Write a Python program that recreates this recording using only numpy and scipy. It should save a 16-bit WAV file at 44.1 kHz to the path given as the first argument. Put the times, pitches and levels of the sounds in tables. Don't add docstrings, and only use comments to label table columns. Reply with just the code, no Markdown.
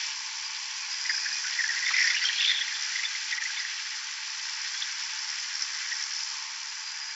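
import sys
import numpy as np
from scipy import signal
from scipy.fft import rfft, irfft, next_fast_len
from scipy.io import wavfile
from scipy.ndimage import uniform_filter1d

SR = 44100
rng = np.random.default_rng(int(sys.argv[2]) if len(sys.argv) > 2 else 0)


def master_out(mix):
    frames = np.transpose(np.atleast_2d(mix))
    ceiling = np.clip(frames, -1, 1)
    pcm = np.round(ceiling * 32767).astype(np.int16)
    wavfile.write(sys.argv[1], SR, pcm)


N = 315315
TIME = np.arange(N) / SR

# f/Hz, relative level/dB per Hz
RUMBLE_COLOUR = [(25, -25.5), (45, -12.5), (70, -7), (120, -3.5), (250, -2), (350, -1), (480, -1.5),
                 (600, 3), (780, 1.5)]
# t/s, rumble level/dB, thrum level/dB
RUMBLE_LEVEL = [(0, -70, -94), (.7, -72, -94), (1.1, -70, -80.5), (2, -69, -79), (2.8, -72, -84),
                (3.8, -75, -96), (5.6, -71.5, -96.5), (7.15, -74, -98)]
# t/s, mean f/Hz, level/dB ahead of its waver
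WHINE = [(0, 700, -92), (1.9, 693, -91), (2.75, 697, -79), (3.3, 700, -90), (3.75, 706, -81),
         (4.35, 704, -85.5), (4.9, 707, -93), (5.4, 708, -78), (6.0, 710, -83), (6.25, 723, -80),
         (7.15, 716, -79)]
# f/Hz running free, level/dB ahead of the waver
DRIVE_NOTES = [(818, -73), (885, -62), (916, -66)]
DRIVE_SAG = .012
DRIVE_WANDER_HZ, DRIVE_WAVER_DB = 1.52, 2.5
# t/s, level/dB
WHIRR = [(0, -52.5), (.5, -51), (1.1, -54.5), (2.1, -54.5), (3.4, -61), (4.7, -55), (6.1, -58.5),
         (6.38, -50.5), (6.7, -57), (7.15, -56)]
# t/s, level/dB
RUSH = [(0, -69), (.3, -68), (1.0, -58), (1.5, -59.5), (2.0, -58.5), (2.7, -56), (3.8, -55), (6.3, -53.5),
        (7.15, -57.5)]
# f/Hz, relative level/dB per Hz
COLOUR = [(600, -9), (900, -10.5), (1080, -5), (1300, -8.5), (1550, -4), (1950, -5), (2500, -6.5),
          (3400, -8), (3900, -10.5), (4600, 4), (5500, 6), (6100, 1.5), (6600, -7.5), (7300, -5)]
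# f/Hz, width/Hz, lift/dB
RESONANCES = [(821, 9, 4), (874, 16, 8), (908, 12, 4.5), (1697, 54, 4), (1970, 130, 2.5), (2340, 46, 4),
              (3660, 300, 0), (4126, 250, 4), (4840, 67, 2.5), (5290, 100, 3), (5550, 140, -4.5),
              (5865, 71, 3.5), (6885, 93, 8), (7300, 150, 6)]
# t/s, zing level/dB ahead of its trim, nominal flutter depth/dB
BELT = [(0, -34, -0.7), (.25, -37.5, 2.2), (.7, -37.5, 2), (1.2, -34, 1.5), (1.6, -33, 2), (1.87, -33, 1.5),
        (2.04, -31, 1.5), (2.3, -36, 2), (2.46, -35, 1.5), (2.57, -38, -0.5), (2.83, -34.5, 3),
        (3.1, -36, 1), (3.5, -36.5, -0.5), (4.1, -38, 2.3), (4.55, -36, 1.2), (5.1, -36.5, 2),
        (5.85, -35.5, 2), (6.17, -34.5, 2.5), (6.5, -38.5, 3), (7.15, -40.5, 3)]
FREE_TURNS_PER_S, DRAG_TURNS_PER_S = 72.9, 6.8
# t/s, f/Hz, level/dB, length/s
SONG_SWELLS = [(0.457, 4920, -34, 0.014), (0.827, 2466, -43, .05), (0.929, 4930, -35.5, 0.024),
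               (1.015, 4910, -37, 0.04), (1.1, 4930, -23, .005), (1.104, 4945, -28, 0.012),
               (1.147, 4950, -35, .026), (1.19, 4930, -41, 0.25), (1.326, 4930, -37, 0.018),
               (1.2, 2485, -46, 0.2), (1.359, 2466, -39, .05), (6.24, 4920, -43, 0.08),
               (6.703, 4900, -44, 0.021), (6.777, 4920, -46, 0.047), (6.869, 4840, -41, 0.047),
               (6.93, 4910, -42.5, .1), (7.02, 4930, -38, 0.032), (7.10, 4920, -39, 0.028)]
SONG_HZ, SONG_DB = 4990, -55.5
SONG_SHARPNESS = 85
# t/s, level/dB ahead of band and trim
TICKS = [(.110, -31), (.178, -29), (0.385, -31), (0.917, -33), (.999, -34), (1.013, -28), (1.042, -28),
         (1.066, -26.5), (1.136, -31), (1.151, -24.5), (1.166, -27), (1.1786, -25), (1.248, -27),
         (1.289, -32), (1.3156, -28), (1.331, -31), (1.344, -32), (1.357, -30), (1.370, -28),
         (1.3843, -26.5), (1.938, -29), (1.967, -29), (2.028, -26), (2.042, -25.5), (2.120, -31),
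         (2.153, -23), (2.240, -22.5), (2.360, -27), (2.825, -27), (2.837, -28), (2.851, -30), (3.313, -26),
         (3.438, -27), (4.497, -28), (4.619, -28), (4.722, -32), (5.039, -32), (5.052, -28), (5.1912, -28),
         (5.221, -31), (5.2466, -28), (5.29, -27.5), (5.3028, -25), (5.400, -28.5), (5.541, -29),
         (5.555, -25), (5.595, -30), (5.610, -32), (5.623, -19.5), (5.748, -31), (5.775, -37), (5.790, -35),
         (5.888, -30), (5.902, -31), (5.930, -30), (5.970, -34), (5.999, -31), (6.012, -31), (6.026, -28),
         (6.039, -27), (6.109, -29), (6.137, -27.5), (6.166, -28), (6.192, -29.5), (6.235, -27.5),
         (6.276, -31), (6.302, -32)]
TICK_OVER_DB, TICK_PER_FLUTTER, TICK_SPREAD_DB = -4.5, 1.0, 0.8
# t/s, pressure on the belt 0-1, rasp level/dB of the edge
STROKE = [(0, 0.56, -36.5), (.17, .05, -40.5), (.8, 0.06, -41), (1.199, 0.52, -40.5), (1.75, 0.64, -39.5),
          (2.0, 1, -36.5), (2.22, .85, -36), (2.35, 0.55, -34.5), (2.47, 0.66, -35.5), (2.68, 0.61, -38.5),
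          (3.549, 0.5, -38.5), (3.85, 0.43, -40.5), (4.3, .38, -40.5), (4.7, 0.5, -39.5), (5.25, 0.39, -40),
          (5.6, .45, -41), (5.92, 0.6, -40.5), (6.2, .25, -42), (6.45, 0.06, -42.5), (7.15, 0.2, -45)]
# t/s, change/dB, length/s
DIPS = [(3.394, -12, 0.012)]
# f/Hz, level/dB against that drive ahead of feedback
SUSTAINED = [(1920, -1.5), (3490, -10.5)]
# t/s, level/dB
BUMPS = [(1.909, -35.5), (1.914, -34)]
# f/Hz, nominal width/Hz, relative level/dB
BLADE_MODES = [(1596, 280, -20), (1950, 156, -11), (2370, 240, -7), (3125, 260, -21.5), (3540, 160, -19),
               (4480, 140, -13.5), (4900, 110, -20.5), (5200, 270, -5), (5650, 280, -7.5), (5940, 260, -12)]
RING_DB_PER_PRESSURE = 18
# t/s at the middle, f/Hz, level/dB ahead of trim, length/s
CATCHES = [(1.058, 2050, -30.5, 0.0056), (1.097, 1750, -21, 0.0024), (1.1005, 1960, -22, 0.0035),
           (1.108, 1750, -28, 0.0065), (1.144, 1680, -35, 0.0064), (1.180, 1630, -36.5, .007),
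           (1.264, 1658, -27.5, 0.0086), (1.318, 1660, -36.5, .006), (1.455, 1533, -33, 0.021),
           (1.593, 1930, -22, 0.005), (1.601, 1900, -25, 0.0052), (1.609, 1850, -22.5, .004),
           (1.6435, 1845, -21, .004), (1.662, 1800, -31, 0.0057), (1.6935, 1930, -24, .005),
           (1.704, 1813, -31, 0.014), (1.724, 1620, -33.5, 0.008), (1.750, 1560, -35, .006),
           (1.770, 1886, -28, 0.0096), (1.800, 1630, -36, .005), (1.838, 1944, -28.5, 0.015),
           (1.863, 3520, -32.5, 0.0094), (1.870, 2110, -24.5, 0.0068), (1.887, 2330, -31, 0.0068),
           (1.891, 1970, -26, 0.0091), (1.944, 2020, -25, 0.0089), (1.945, 2400, -27, 0.0087),
           (1.949, 3630, -36, .007), (1.967, 2050, -23, 0.0041), (1.990, 2330, -27, 0.0073),
           (1.985, 5400, -29, .006), (2.000, 5420, -30, 0.008), (2.003, 1983, -22.5, 0.03),
           (2.028, 2420, -26.5, .007), (2.028, 5600, -26, .0053), (2.049, 1907, -21.5, 0.009),
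           (2.056, 5480, -30, .007), (2.084, 5600, -31, .006), (2.075, 1950, -26, 0.015),
           (2.077, 4820, -26, 0.0059), (2.106, 2114, -23, 0.008), (2.106, 5300, -30, .009),
           (2.110, 3500, -31, 0.0075), (2.148, 1990, -28.5, 0.0081), (2.152, 2480, -28, 0.0084),
           (2.167, 1790, -26, 0.0035), (2.174, 2890, -28.5, 0.016), (2.226, 1990, -27, 0.011),
           (2.228, 4650, -33, .012), (2.255, 3240, -24.5, 0.0093), (2.256, 5330, -26, 0.0064),
           (2.268, 5600, -30, 0.0069), (2.289, 3070, -23.5, 0.005), (2.301, 1880, -27, 0.01),
           (2.332, 3080, -29.5, .006), (2.387, 3370, -28, .01), (2.399, 1870, -34.5, .008),
           (2.406, 3500, -27.5, .013), (2.404, 4050, -35, .004), (2.411, 2770, -23.5, 0.0047),
           (2.429, 3480, -25, 0.0096), (2.426, 1895, -33, 0.0091), (2.437, 2540, -28, 0.004),
           (2.446, 3450, -24, .008), (2.4505, 3180, -17.5, 0.0024), (2.453, 2660, -26, .003),
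           (2.461, 3460, -26, 0.0089), (2.479, 2840, -36.5, .008), (2.481, 3500, -23.5, 0.011),
           (2.494, 3580, -23.5, .01), (2.462, 4140, -34.5, .012), (2.503, 4150, -31.5, 0.006),
           (2.516, 4250, -34, .006), (2.507, 3544, -26.5, 0.011), (2.503, 1930, -27.5, 0.012),
           (2.517, 3430, -24.5, 0.0083), (2.518, 1960, -24.5, 0.0043), (2.542, 1900, -33, 0.0039),
           (2.556, 3460, -30, 0.022), (2.583, 3425, -29, .015), (2.615, 3430, -27, 0.013),
           (2.617, 1880, -30.5, 0.0095), (2.682, 1990, -29, 0.0031), (2.712, 2090, -36, .008),
           (2.727, 1770, -34.5, 0.0097), (2.755, 3470, -36.5, 0.016), (2.793, 3440, -38.5, 0.0099),
           (2.922, 1925, -32.5, 0.0063), (2.959, 2000, -27.5, 0.0089), (2.973, 3419, -37, .012),
           (2.993, 2030, -29, 0.0094), (3.036, 2090, -30.5, 0.0078), (3.041, 2300, -30, 0.0048),
           (3.054, 3520, -27.5, 0.011), (3.154, 2070, -30, 0.0051), (3.329, 3530, -34, 0.0058),
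           (3.331, 1990, -27.5, 0.016), (3.384, 1965, -27.5, 0.0072), (3.423, 1870, -28.5, 0.009),
           (3.461, 1990, -27, 0.008), (3.503, 1700, -33.5, 0.0058), (3.577, 2200, -33, 0.0097),
           (3.579, 3570, -35.5, 0.012), (3.600, 5000, -32.5, 0.01), (3.612, 1990, -35, 0.026),
           (3.652, 1820, -27.5, 0.0025), (4.775, 3400, -41, 0.029), (4.8245, 3440, -25, .004),
           (5.626, 5270, -29, 0.0064), (5.924, 1905, -29, 0.0083)]
SMALL_CATCH_COUNT, SMALL_CATCH_S, GRIP_PRESSURE = 220, 0.007, 0.4
SMALL_CATCH_DB, SMALL_CATCH_SPREAD_DB = -26, 5
SMOOTH_BITE_DB = -4.5
FULL_RASP_PRESSURE = 0.71
PURE_RASP_DB, COARSE_RASP_DB = -40.5, -35.5
PURE_SQUEAL, COARSE_SQUEAL = (.5, .8, 1.5, -5), (1.05, .45, 3.4, 1)
SLIPS_PER_S = 560
# delay/s, level/dB
ECHOES = [(.00262, -31), (.00305, -26), (.0069, -17.5), (0.0122, -15), (0.016, -15)]
# f/Hz, gain/dB
BASS_CUT = [(30, -53), (500, -20), (775, -13), (808, -1)]
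CUTOFF_HZ = 8020


def from_db(db):
    return 10 ** (np.asarray(db) / 20)


def rms_one(x):
    return x / np.sqrt(np.mean(x ** 2) + 1e-20)


def in_time(rows):
    s, *columns = np.transpose(rows)
    return [np.interp(TIME, s, column) for column in columns]


def at_hz(points, hz):
    known, values = np.transpose(points)
    return np.interp(np.log(hz + 1), np.log(known), values)


def drift(rate):
    return rms_one(np.interp(TIME * rate, np.arange(8000), rng.standard_normal(8000)))


def shape(x, gain_at):
    size = next_fast_len(N + 8192)
    hz = np.fft.rfftfreq(size, 1 / SR)
    return irfft(rfft(x, size) * gain_at(hz), size)[:N]


def band(hz, low_hz, high_hz, order=12):
    low_edge = 1 + (low_hz / (hz + 1)) ** (2 * order)
    high_edge = 1 + (hz / high_hz) ** (2 * order)
    return 1 / np.sqrt(low_edge * high_edge)


def swell(t, length):
    return 2 ** (-2 * np.minimum((t / length) ** 2, 20))


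def burst(sound, envelope):
    shaped = sound * envelope
    return shaped * np.sqrt(np.sum(envelope ** 2) / np.sum(shaped ** 2))


def add(out, s, sound):
    at = round(s * SR) - len(sound) // 2 + np.arange(len(sound))
    inside = (at >= 0) & (at < N)
    out[at[inside]] += sound[inside]


def tone(hz):
    return np.sqrt(2) * np.sin(2 * np.pi * np.cumsum(hz) / SR)


def squeal(t, hz, width_hz, evenness):
    r = np.exp(-np.pi * 1.55 * width_hz / SR)
    push = rng.standard_normal((2, len(t)))
    motion = signal.lfilter([1], [1, -2 * r, r * r], push[0] + 1j * push[1])
    held = motion / (abs(motion) + 1e-9) ** np.clip(evenness, 0, 1)
    return np.real(held * np.exp(2j * np.pi * hz * t))


def grit(per_s, spread_db, smooth):
    sizes = from_db(spread_db * np.minimum(rng.exponential(1, N), 4)) * rng.choice([-1, 1], N)
    hits = rng.random(N) < per_s / SR
    return rms_one(sizes * hits) + smooth * rng.standard_normal(N)


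def through_sander(force, low_hz, high_hz):
    def gain_at(hz):
        lift = sum(db / (1 + (2 * (hz - centre) / width) ** 2) for centre, width, db in RESONANCES)
        return from_db(at_hz(COLOUR, hz) + lift) * band(hz, low_hz, high_hz)
    return shape(force, gain_at)


def knocks(rows, low_hz, high_hz, length):
    out, t = np.zeros(N), np.arange(-1000, 1000) / SR
    body = signal.butter(2, [low_hz, high_hz], "band", fs=SR, output="sos")
    for s, db in rows:
        noise = signal.sosfilt(body, rng.standard_normal(len(t)))
        add(out, s, from_db(db) * burst(noise, swell(t, length)))
    return out


def pressure_on_belt():
    return np.clip(in_time(STROKE)[0], 0, 1)


def yard(x):
    return x + sum(from_db(db) * np.interp(TIME - delay, TIME, x, left=0) for delay, db in ECHOES)


def low_hum():
    whine_hz, whine_db = in_time(WHINE)
    rumble_db, thrum_db = in_time(RUMBLE_LEVEL)
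    whine = tone(whine_hz + 2 * drift(30)) * from_db(3.2 * drift(12))
    noise = rng.standard_normal(N)
    rumble = rms_one(shape(noise, lambda f: from_db(at_hz(RUMBLE_COLOUR, f)) * band(f, 20, 850)))
    thrum = rms_one(squeal(TIME, hz=345, width_hz=71, evenness=0))
    return from_db(whine_db) * whine + from_db(rumble_db) * rumble + from_db(thrum_db) * thrum


def drive_notes():
    speed = 1 - DRIVE_SAG * pressure_on_belt()
    out = np.zeros(N)
    for hz, db in DRIVE_NOTES:
        gain = from_db(db + DRIVE_WAVER_DB * drift(5))
        out += gain * tone(hz * speed + DRIVE_WANDER_HZ * drift(9))
    return out


def motor():
    force = grit(per_s=1200, spread_db=3.0, smooth=1.9)
    whirr_db = in_time(WHIRR)[0]
    drone_db = -62.0 + .2 * (whirr_db - whirr_db.mean())
    drone = from_db(drone_db) * rms_one(through_sander(force, 780, 910))
    rush = from_db(in_time(RUSH)[0]) * rms_one(through_sander(rng.standard_normal(N), 1150, 1355))
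    whirr = from_db(whirr_db) * rms_one(through_sander(force, 910, 1174))
    return drone + drive_notes() + rush + whirr


def wheel_turns():
    turns = np.cumsum(FREE_TURNS_PER_S - DRAG_TURNS_PER_S * pressure_on_belt() ** 3) / SR
    tick_s = np.transpose(TICKS)[0]
    slip = np.unwrap(np.interp(tick_s, TIME, turns) % 1, period=1)
    return turns - np.interp(TIME, tick_s, slip)


def wheel_beat(slap):
    turn, depth_db = 2 * np.pi * wheel_turns(), in_time(BELT)[1]
    crest = np.cos(turn) + slap * np.cos(2 * turn)
    beat = from_db(depth_db * crest * (1 + .15 * drift(69)))
    return beat / np.sqrt(uniform_filter1d(beat ** 2, size=4000))


def wheel_song(beat):
    def note(hz):
        return squeal(TIME, hz, hz / SONG_SHARPNESS, evenness=.45) * np.sqrt(beat)
    swells = sum(from_db(db) * burst(note(hz), swell(TIME - s, length))
                 for s, hz, db, length in SONG_SWELLS)
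    return from_db(SONG_DB) * rms_one(note(SONG_HZ)) + swells


def belt():
    zing_db = in_time(BELT)[0]
    beat = wheel_beat(slap=0.24)
    force = grit(per_s=6000, spread_db=4.0, smooth=0.7) * from_db(.5 * drift(45))
    zing = rms_one(through_sander(force * beat, 4170, 6820))
    hiss = rms_one(through_sander(force, 5910, 8000))
    hiss_db = -48.0 + 0.39 * (np.minimum(zing_db, -35) + 32.5)
    return from_db(zing_db - 1.8) * zing + from_db(hiss_db) * hiss + wheel_song(beat)


def small_ticks():
    crests = np.flatnonzero(np.diff(np.floor(wheel_turns())))
    zing_db, flutter_db = in_time(BELT)
    db = zing_db + TICK_OVER_DB + TICK_PER_FLUTTER * flutter_db
    sizes = np.minimum(rng.standard_normal(size=600), 2)
    coarse_s = np.transpose(TICKS)[0]
    return [(TIME[i], db[i] + TICK_SPREAD_DB * size) for i, size in zip(crests, sizes)
            if min(abs(coarse_s - TIME[i])) > .5 / FREE_TURNS_PER_S]


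def grain_ticks():
    ticks = knocks(list(TICKS) + small_ticks(), low_hz=5000, high_hz=5850, length=0.0029)
    return from_db(-0.5) * shape(ticks, lambda hz: band(hz, 4550, 6150))


def mode_width(hz):
    return at_hz([mode[:2] for mode in BLADE_MODES], hz)


def grinding(light_db, pressed_db):
    pressure, rasp_db = pressure_on_belt(), in_time(STROKE)[1]
    grind_db = light_db + (pressed_db - light_db) * pressure
    force = grit(per_s=2500, spread_db=1.0, smooth=0.73) * from_db((-0.05 + 2.7 * pressure) * drift(160))
    grind = through_sander(force * from_db((1.0 + 0.32 * pressure) * drift(60)), 1384, 2140)
    rasp = through_sander(force * from_db(1.0 * drift(50)), 2300, 4015)
    out = from_db(grind_db) * rms_one(grind) + from_db(rasp_db) * rms_one(rasp)
    for (hz, db), drive_db in zip(SUSTAINED, (grind_db, rasp_db)):
        feedback_db = 0.42 * np.maximum(drive_db + 39.5, 0)
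        ringing = squeal(TIME, hz, mode_width(hz), evenness=0.15) * from_db(3.5 * drift(55))
        out += from_db(drive_db + db + feedback_db) * pressure * rms_one(ringing)
    return out


def coarseness(s):
    when, _, rasp_db = np.transpose(STROKE)
    return np.interp(np.interp(s, when, rasp_db), [PURE_RASP_DB, COARSE_RASP_DB], [0, 1])


def small_catches():
    when, pick = rng.random((SMALL_CATCH_COUNT, 2)).T
    size, detune = rng.standard_normal((SMALL_CATCH_COUNT, 2)).T
    hz, _, lively_db = np.transpose(BLADE_MODES)
    odds = np.cumsum(from_db(lively_db) / hz ** 2)
    pitch = hz[np.searchsorted(odds, pick * odds[-1])] * (1 + 0.018 * detune)
    s = (np.arange(SMALL_CATCH_COUNT) + when) / SMALL_CATCH_COUNT * TIME[-1]
    grip = np.maximum(np.interp(s, TIME, pressure_on_belt()) - GRIP_PRESSURE, 1e-3)
    db = SMALL_CATCH_DB + 20 * np.log10(grip) + SMALL_CATCH_SPREAD_DB * np.minimum(size, 1)
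    db = db + SMOOTH_BITE_DB * (1 - coarseness(s))
    return [(*row, SMALL_CATCH_S) for row in zip(s, pitch, db)]


def chatter(scrape_db, rasp_hz):
    rings, bite_power, rasp_power = np.zeros((3, N))
    t = np.arange(-4000, 4000) / SR
    for s, hz, db, length in list(CATCHES) + small_catches():
        squeal_kind = PURE_SQUEAL + coarseness(s) * np.subtract(COARSE_SQUEAL, PURE_SQUEAL)
        narrowing, evenness, slip_db, others_db = squeal_kind
        slip_curve = np.interp((t - t[0]) * SLIPS_PER_S, np.arange(200), rng.standard_normal(size=200))
        envelope = from_db(db) * burst(from_db(slip_db * slip_curve), swell(t, length))
        add(rings, s, burst(squeal(t, hz, narrowing * mode_width(hz), evenness), envelope))
        add(bite_power, s, (from_db(others_db) * envelope) ** 2)
        add(rasp_power, s, (envelope * min(hz / rasp_hz, 1) ** 2) ** 2)
    pressure = pressure_on_belt()
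    modes = sum(from_db(db) * rms_one(squeal(TIME, hz, width_hz, evenness=.2))
                for hz, width_hz, db in BLADE_MODES)
    rings += np.sqrt(bite_power) * from_db(RING_DB_PER_PRESSURE * (pressure - 1.5)) * modes
    rings = shape(rings, lambda f: band(f, 1400, 7400))
    scrape = rms_one(through_sander(grit(per_s=1300, spread_db=-0.5, smooth=0.93), 2700, 4700))
    scrape_gain = from_db(scrape_db) * np.minimum(pressure / FULL_RASP_PRESSURE, 1) ** 3
    return from_db(0.65) * rings + scrape_gain * np.sqrt(rasp_power) * scrape


def scene():
    dip_db = sum(db * swell(TIME - s, length) for s, db, length in DIPS)
    drone, hum = motor(), low_hum()
    rubbing = (belt() + grinding(light_db=-46.5, pressed_db=-38.0)) * from_db(dip_db)
    bumps = knocks(BUMPS, low_hz=1000, high_hz=1410, length=0.0067)
    blade = chatter(scrape_db=-12.5, rasp_hz=3350) + bumps
    air = yard(rubbing + blade + grain_ticks()) + drone
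    sound = shape(air, lambda hz: from_db(at_hz(BASS_CUT, hz))) + hum
    return np.array([sound, sound])


def record(dry):
    def treble_cut(hz):
        return np.clip((CUTOFF_HZ - hz) / 480, 0, 1) ** 2
    return np.array([shape(x, treble_cut) for x in dry])


dry = scene()
out = record(dry)
master_out(out)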